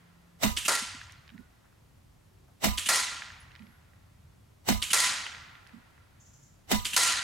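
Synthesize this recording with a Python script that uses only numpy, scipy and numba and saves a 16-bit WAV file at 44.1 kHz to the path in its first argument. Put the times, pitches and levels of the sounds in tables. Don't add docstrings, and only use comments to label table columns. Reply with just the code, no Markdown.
import sys
import numpy as np
from scipy import signal
from scipy.fft import rfft, irfft, next_fast_len
from scipy.io import wavfile
from scipy.ndimage import uniform_filter1d
from numba import njit

SR = 44100
rng = np.random.default_rng(int(sys.argv[2]) if len(sys.argv) > 2 else 0)


def persist_wave(psi):
    counts = np.round(np.clip(psi, -1, 1) * 32767).astype(np.int16)
    wavfile.write(sys.argv[1], SR, np.atleast_2d(counts).T)


N = 318843
DROP = np.log(1000)

# (crack reaches trap [s], pellet hits [s], rifle [dB], body thump [dB], blow [dB], knock [dB])
SHOTS = [(-1.179, -1.07, -14, 0, -8, 0), (.5711, .680, -14, 0, -17.5, 8),
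         (2.7796, 2.887, -13, -2, -12.5, 3), (4.8244, 4.931, -14, 0, -8.5, 0),
         (6.8528, 6.963, -14, -1, -7.5, -2)]
TRAP_M, SOUND_M_S = 46.5, 343

# (frequency [Hz], density [dB per Hz])
ACTION_COLOUR = [(60, -6), (130, 0), (400, -3), (750, 0), (1300, -6), (3000, -8), (6000, -9), (8300, -10),
                 (9100, -20), (10500, -12), (16000, -14)]
# (frequency [Hz], t60 [s])
ACTION_T60 = [(200, .2), (800, .2), (3000, .3), (10000, .3)]
# (frequency [Hz], width [Hz], boost [dB])
ACTION_BANDS = [(750, 250, 5), (2050, 200, 6), (2950, 250, 6), (3800, 300, 6), (5800, 400, 5),
                (8000, 700, 5)]
ACTION_RISE_S, ACTION_DB, ACTION_PAN_DB, VALVE_DB = .009, -9.5, -3, -4
# (frequency [Hz], level [dB], left minus right [dB], right lag [turns],
# delay [s], swell [s], t60 [s])
BODY_MODES = [(35, -5, -4, .4, .01, .03, .25), (60, -5, -4, .35, .01, .03, .3),
              (88, -8, -3, .3, .02, .03, .3), (125, -8, -3, .4, .005, .01, .15),
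              (165, -9, -5, .3, .005, .01, .15), (213, 27, -9, .2, .011, .06, .075),
              (255, 1, -6, .3, .004, .012, .1), (325, -9, -4, .3, 0, .006, .1),
              (215, -19, -9, .2, .02, .02, .3), (655, -7, -4, .3, 0, .004, .08),
              (780, -5, -4, .3, 0, .004, .06), (1001, -21, -6, .3, 0, .005, .5),
              (1222, -29, -4, .3, 0, .005, .8)]
# (frequency [Hz], level [dB], t60 [s])
BARREL_MODES = [(1437, -21, .16), (2012, -19, .2), (2440, -21, .18), (2765, -22, .22), (2970, -19, .17),
                (3695, -19, .2), (4150, -21, .22)]
BODY_TOP_HZ, RATTLE_DB = 400, 3.0
HAMMER_LEAD_S = .006

# (frequency [Hz], level [dB], t60 [s])
CRACK_MODES = [(2300, -2, .004), (2900, 2.5, .005), (3500, 5, .004), (4600, 3, .0035), (8200, -6, .003)]
# (frequency [Hz], density [dB per Hz])
REPORT_COLOUR = [(300, -20), (900, -17), (1500, -7), (2800, 0), (3600, -2), (5200, -7), (7400, -3),
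                 (9700, -6), (12600, -15), (16000, -28)]
# (offset [s], level [dB], t60 [s], resonance [Hz], resonance boost [dB])
REPORT_BURSTS = [(-.006, -19, .03, 3000, 0), (-.0028, -8, .008, 3600, 4), (.002, -13.5, .06, 2700, 4),
                 (.002, -23, 1.0, 3150, 6), (.013, -15, .04, 8000, 6), (.078, -12, .09, 2900, 11),
                 (.087, -14, .06, 11000, 12)]
# (delay [s], frequency [Hz], level [dB], t60 [s])
THUDS = [(.002, 300, -22, .03), (.086, 220, -16, .025)]
REPORT_DB, HOLLOW_Q = -12, 7.

# (frequency [Hz], density [dB per Hz])
SMASH_COLOUR = [(100, -40), (250, -23), (400, -28), (800, -15), (1400, -10.5), (2000, -8.5), (3000, -7),
                (6400, -6), (9300, -5), (11000, -10), (16000, -31)]
# (frequency [Hz], width [Hz], level [dB])
TRAP_MODES = [(1000, 80, 4), (1380, 50, 9), (1900, 60, 7), (2010, 50, 6), (4140, 60, 4), (4750, 90, 4),
              (6500, 200, 4), (7130, 60, 4)]
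# (frequency [Hz], density [dB per Hz])
KNOCK_COLOUR = [(150, -16), (300, -10), (480, -3), (700, -2), (1350, 1), (2000, -3), (3500, -30)]
# (frequency [Hz], likeness [0-1])
TRAP_LIKENESS = [(250, .94), (640, .8), (1400, .74), (3100, .68), (6800, .85), (15000, .93)]
# (delay [s], level [dB], t60 [s])
IMPACT_PATHS = [(.002, -2, .05), (.011, -1, .06), (.070, -4, .035), (.110, -16, .05)]
# (frequency [Hz], t60 [s])
YARD_T60 = [(200, 1.5), (450, .8), (800, 1.0), (1500, 1.1), (3700, .85), (7000, .65), (10000, .5),
            (15000, .33)]
# (delay [s], frequency [Hz], level re blow [dB], left minus right [dB])
SLAPS = [(.334, 1700, -13, -.5), (.416, 1800, -22, -2.5), (.622, 1950, -33, -1), (1.047, 1350, -39, -4)]
# (frequency [Hz], density [dB per Hz])
FAR_WOODS_COLOUR = [(300, -20), (700, -4), (1400, 0), (2200, -3), (4500, -14), (9000, -30)]
KNOCK_DB, KNOCK_T60_S = -11, .27
TRAP_RING_DB, TRAP_RING_T60_S, BLOW_RISE_S = -26, .6, .001
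YARD_DB, GRAIN_DB, PATCH_DB = -7, 1.3, 1.6
TRAP_IN_YARD = .75
FAR_DB, FAR_T60_S, TRAP_PAN_DB = -36, 3.0, -.8
LIMIT_DB, LIMIT_RATIO, LIMIT_ATTACK_S, LIMIT_RELEASE_S = -19, 6., .0016, .02

# (time [s], level
# before pan [dB], frequency [Hz])
TICKS = [(1.1214, -41, 5500), (1.278, -44, 2200), (1.2915, -42, 1750), (1.3014, -47, 1600),
         (1.3783, -44, 1800), (3.5174, -45, 2500), (3.5523, -40, 2000), (3.5604, -42, 2200),
         (3.5927, -46, 2050), (3.6217, -50, 1880), (3.6681, -51, 2200), (5.6664, -44, 1860),
         (5.672, -46, 4500), (5.693, -43, 1420)]
TICK_T60_S, TICK_REACH, TICK_PAN_DB = .009, 2.2, -5.5
# (time [s], length [s], level before pan [dB])
GRIPS = [(1.316, .045, -52), (1.382, .025, -52), (3.596, .11, -56), (5.735, .06, -53)]
# (frequency [Hz], density [dB per Hz])
STOCK_COLOUR = [(115, -26), (230, 0), (320, -24), (900, -55)]
GRIP_JUDDER_DB, GRIP_PAN_DB, GRIP_T60_S = 2.5, -11.5, .05
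SQUEAK_HZ, SQUEAK_DB, SQUEAK_LEAD_S, SQUEAK_S = 1460, -16, .005, .075
# (time [s], level [dB], frequency [Hz])
RUSTLES = [(1.64, -61, 1000), (2.475, -62, 700)]
RUSTLE_T60_S = .2
# (time [s], level [dB], frequency [Hz], t60 [s])
BUMPS = [(.821, -27, 225, .04), (.945, -35, 250, .04)]
# (frequency [Hz], level [dB], t60 [s])
PING_MODES = [(10150, -54, .12), (12200, -60, .01)]
PING_S = 3.401
# (start [s], end [s], frequency [Hz], rms level [dB])
TONES = [(3.61, 3.79, 11300, -78), (-.1, .42, 172, -63), (2.3, 2.48, 380, -75)]
# (time [s], level before pan [dB])
CHIRPS = [(6.197, -63), (6.255, -64), (6.33, -63), (6.42, -64)]
CHIRP_TOP_HZ, CHIRP_END_HZ, CHIRP_S, CHIRP_LOW_DB = 7600, 5300, .03, -15
# (frequency [Hz], density [dB per Hz])
CHIRP_ECHO_COLOUR = [(4000, -25), (5300, -8), (6500, 0), (7400, 0), (8300, -25)]
CHIRP_ECHO_DB, CHIRP_ECHO_T60_S = 2.5, .65

# (frequency [Hz], density [dB per Hz])
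AIR_MID_COLOUR = [(12, -40), (25, -14), (50, -4), (85, 0), (125, -3), (200, -13), (400, -23), (1000, -25.5),
                  (2000, -31), (4000, -34), (8000, -36.5), (13000, -39), (16000, -45)]
# (frequency [Hz], density [dB per Hz])
AIR_SIDE_COLOUR = [(12, -44), (20, -14), (77, 1), (163, -7), (210, -2), (923, -12), (1330, -17),
                   (2020, -18), (7950, -29), (16000, -51)]
AIR_DB, AIR_SIDE_DB = -59, -68
CLIP_DB, TOP_HZ = -9.5, 15900


def undb(db):
    return 10 ** (np.asarray(db) / 20)


def read(table, hz):
    table = np.array(table)
    return np.interp(np.log(hz), np.log(table[:, 0]), table[:, 1])


def add(out, s, x):
    i = int(round(s * SR))
    a, b = max(i, 0), min(i + x.shape[-1], N)
    if b > a:
        out[:, a:b] += x[..., a - i:b - i]


def pan(db):
    return undb(np.array([[db], [-db]]) / 2)


def walk(rate, size=N):
    k = int(SR / rate)
    held = rng.standard_normal(size)[np.arange(size) // k]
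    return 1.2 * uniform_filter1d(held, k)


def fade_by_pitch(both, t60, patch_db, size):
    hz, s, frames = signal.stft(both, SR, nperseg=256)
    clumps = rng.standard_normal(frames.shape[1:])
    clumps = uniform_filter1d(uniform_filter1d(clumps, size=3, axis=0), size=5, axis=1)
    frames = frames * undb(patch_db * clumps / clumps.std())
    frames = frames * np.exp(-DROP * s / read(t60, hz + 1)[:, None])
    return signal.istft(frames, SR, nperseg=256)[1][:, :size]


def wash(colour, t60, like, peaks=(), rise=.0002, size=0, patch_db=0.):
    hz = np.maximum(np.arange(size // 2 + 1) * SR / size, 1)
    gain = undb(read(colour, hz))
    for f, width, db in peaks:
        gain = gain * (1 + (undb(db) - 1) / (1 + (2 * (hz - f) / width) ** 2))
    like = np.clip(read(like, hz) if np.ndim(like) else like, 0, 1)
    mid, side = rfft(rng.standard_normal((2, size))) * gain / np.sqrt(np.mean(gain ** 2))
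    shared, opposed = np.sqrt(1 + like) * mid, np.sqrt(1 - like) * side
    both = irfft(np.array([shared + opposed, shared - opposed]) / np.sqrt(2))
    t = np.arange(size) / SR
    if np.ndim(t60) == 0:
        both = both * np.exp(-DROP * t / t60)
    else:
        both = fade_by_pitch(both, t60, patch_db, size)
    return both * (1 - np.exp(-t / rise))


def ring(hz, t60, swell=.0003, lag=0.):
    t = np.arange(int(t60 * SR) + 64) / SR
    pitch = hz * (1 + .006 * rng.standard_normal())
    phase = pitch * t + rng.random() - np.array([[0], [lag]])
    envelope = (1 - np.exp(-t / swell)) ** 2 * np.exp(-DROP * t / t60)
    return np.sin(2 * np.pi * phase) * envelope


def tick(hz, t60, wide):
    colour = [(hz / 3, -30), (hz, 0), (hz * wide, -10), (hz * wide * 2, -40)]
    click = wash(colour, t60, .8, rise=.0006, size=1024)
    return click / np.abs(click).max()


def action(out, s, db):
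    lead = 2048
    run_up = wash(ACTION_COLOUR, np.inf, 0., ACTION_BANDS, size=lead)
    run_up = run_up * np.exp((np.arange(lead) - lead) / SR / ACTION_RISE_S)
    add(out, s - lead / SR, run_up * undb(db + ACTION_DB) * pan(ACTION_PAN_DB))
    rush = wash(ACTION_COLOUR, ACTION_T60, 0., ACTION_BANDS, size=16384, patch_db=3.0)
    rush = rush * undb(.8 * walk(200, size=16384))
    add(out, s, rush * undb(db + ACTION_DB) * pan(ACTION_PAN_DB))
    valve = wash(ACTION_COLOUR, .04, 0., size=2048)
    add(out, s - .002, valve * undb(db + VALVE_DB))


def rifle_body(out, s, db, thump_db):
    steel = [(hz, mode_db, 0, .2, 0, .004, t60) for hz, mode_db, t60 in BARREL_MODES]
    for hz, mode_db, pan_db, lag, delay, swell, t60 in BODY_MODES + steel:
        tone = ring(hz, t60, swell, lag + .05 * rng.standard_normal())
        waver = np.array([walk(70, size=32768), walk(70, size=32768)])
        k = min(tone.shape[1], waver.shape[1])
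        level_db = db + mode_db + thump_db * (hz < BODY_TOP_HZ)
        gain = undb(level_db + RATTLE_DB * waver[:, :k]) * pan(pan_db)
        add(out, s - HAMMER_LEAD_S + delay, tone[:, :k] * gain)


def rifle():
    out = np.zeros((2, N))
    for crack_s, _, db, thump_db, _, _ in SHOTS:
        s = crack_s - TRAP_M / SOUND_M_S
        action(out, s, db)
        rifle_body(out, s, db, thump_db)
    return out


def report():
    out = np.zeros((2, N))
    for s, *_ in SHOTS:
        for hz, mode_db, t60 in CRACK_MODES:
            add(out, s + .0006, ring(hz, t60) * undb(REPORT_DB + mode_db) * pan(-3.))
        for offset, burst_db, t60, hz, hollow_db in REPORT_BURSTS:
            hollow = [(hz * (1 + .04 * rng.standard_normal()), hz / HOLLOW_Q, hollow_db)]
            rise = .001 + .03 * max(offset, 0)
            burst = wash(REPORT_COLOUR, t60, TRAP_LIKENESS, hollow, rise=rise, size=8192)
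            add(out, s + offset, burst * undb(REPORT_DB + burst_db) * pan(-2.))
        for delay, hz, thud_db, t60 in THUDS:
            add(out, s + delay, ring(hz, t60, .003) * undb(REPORT_DB + thud_db))
    return out


def trap_blow(out, s, db, knock_db, grain):
    for hz, _, mode_db in TRAP_MODES:
        tone = ring(hz, TRAP_RING_T60_S, .004, .05)
        waver_db = 3.0 * walk(60, size=32768)[:tone.shape[1]]
        add(out, s, tone * undb(db + TRAP_RING_DB + mode_db + waver_db))
    knock = wash(KNOCK_COLOUR, KNOCK_T60_S, .85, TRAP_MODES, .003, size=16384)
    add(out, s + .002, knock * undb(db + KNOCK_DB + knock_db))
    for delay, path_db, t60 in IMPACT_PATHS:
        smash = wash(SMASH_COLOUR, t60, .9, TRAP_MODES, BLOW_RISE_S, size=4096)
        add(out, s + delay, smash * grain[:4096] * undb(db + path_db))


def yard_echo(out, s, db, grain):
    size = len(grain)
    blurred = [(hz, width, TRAP_IN_YARD * mode_db) for hz, width, mode_db in TRAP_MODES]
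    yard = wash(SMASH_COLOUR, YARD_T60, TRAP_LIKENESS, blurred, BLOW_RISE_S, size=size, patch_db=PATCH_DB)
    add(out, s, yard * grain * undb(db + YARD_DB))
    far = wash(FAR_WOODS_COLOUR, FAR_T60_S, .2, blurred, size=2 * size)
    add(out, s, far * undb(db + FAR_DB))
    for delay, hz, slap_db, pan_db in SLAPS:
        add(out, s + delay, tick(hz, .014, 1.9) * undb(db + slap_db) * pan(pan_db))


def impact():
    out = np.zeros((2, N))
    for _, s, _, _, db, knock_db in SHOTS:
        grain = undb(GRAIN_DB * walk(900, size=65536))
        trap_blow(out, s, db, knock_db, grain)
        yard_echo(out, s, db, grain)
    return out * pan(TRAP_PAN_DB)


@njit
def limit(x, top, slope, attack, release):
    gain, level = np.empty(len(x)), 0.
    for i in range(len(x)):
        level += (x[i] - level) * (attack if x[i] > level else release)
        gain[i] = min(1., top / (level + 1e-9)) ** slope
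    return gain


def trap_pair():
    trap = report() + impact()
    louder = np.abs(trap).max(axis=0)
    attack, release = 1 / (LIMIT_ATTACK_S * SR), 1 / (LIMIT_RELEASE_S * SR)
    return trap * limit(louder, undb(LIMIT_DB), 1 - 1 / LIMIT_RATIO, attack, release)


def grip(length):
    t = np.arange(8192) / SR
    judder = undb(GRIP_JUDDER_DB * walk(45, size=len(t)))
    rub = wash(STOCK_COLOUR, np.inf, .9, rise=.004, size=len(t)) * judder
    rub = rub / np.sqrt(np.mean(rub[:, t < length] ** 2))
    rub = rub * np.exp(-DROP * np.maximum(t - length, 0) / GRIP_T60_S)
    along = np.clip((t - length + SQUEAK_LEAD_S) / SQUEAK_S, 0, 1)
    squeak = np.sin(2 * np.pi * SQUEAK_HZ * t) * np.sin(np.pi * along) * judder
    return rub + squeak * undb(SQUEAK_DB)


def handling():
    out = np.zeros((2, N))
    for s, db, hz in TICKS:
        add(out, s, tick(hz, TICK_T60_S, TICK_REACH) * undb(db) * pan(TICK_PAN_DB))
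    for s, length, db in GRIPS:
        add(out, s, grip(length) * undb(db) * pan(GRIP_PAN_DB))
    for s, db, hz in RUSTLES:
        colour = [(hz / 3, -20), (hz, 0), (hz * 2, -6), (hz * 4, -30)]
        add(out, s, wash(colour, RUSTLE_T60_S, .5, rise=.005, size=8192) * undb(db))
    for s, db, hz, t60 in BUMPS:
        add(out, s, ring(hz, t60, .003) * undb(db))
    return out


def metal_ping():
    out = np.zeros((2, N))
    for hz, db, t60 in PING_MODES:
        add(out, PING_S, ring(hz, t60) * undb(db))
    return out


def bird():
    out = np.zeros((2, N))
    t = np.arange(int(CHIRP_S * SR)) / SR
    high = signal.chirp(t, CHIRP_TOP_HZ, CHIRP_S, CHIRP_END_HZ)
    low = signal.chirp(t, CHIRP_TOP_HZ / 2, CHIRP_S, CHIRP_END_HZ / 2)
    call = (high + undb(CHIRP_LOW_DB) * low) * np.hanning(len(t))
    for s, db in CHIRPS:
        add(out, s, call * undb(db) * pan(3.))
        smear = wash(CHIRP_ECHO_COLOUR, CHIRP_ECHO_T60_S, .3, rise=.005, size=32768)
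        add(out, s, smear * undb(db + CHIRP_ECHO_DB))
    return out


def faint_tones():
    out = np.zeros((2, N))
    for start, end, hz, db in TONES:
        t = np.arange(int((end - start) * SR)) / SR
        tone = np.sqrt(2) * undb(db) * np.sin(2 * np.pi * hz * t)
        add(out, start, tone * signal.windows.tukey(len(t), .2))
    return out


def air():
    size = next_fast_len(N + N % 2, True)
    mid = wash(AIR_MID_COLOUR, np.inf, 1., size=size)[:, :N] * undb(AIR_DB)
    rumble = signal.sosfilt(signal.butter(2, 300, fs=SR, output="sos"), mid)
    swell = undb(1.5 * walk(2.5)) - 1
    side = wash(AIR_SIDE_COLOUR, np.inf, 1., size=size)[0, :N] * undb(AIR_SIDE_DB)
    return mid + rumble * swell + side * np.array([[1], [-1]])


def scene():
    small_sounds = handling() + metal_ping() + bird() + faint_tones()
    return rifle() + trap_pair() + small_sounds + air()


def record(dry):
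    rounded = undb(CLIP_DB) * np.tanh(dry / undb(CLIP_DB))
    return signal.sosfilt(signal.ellip(12, .2, 80, TOP_HZ, fs=SR, output="sos"), rounded)


dry = scene()
out = record(dry)
persist_wave(out)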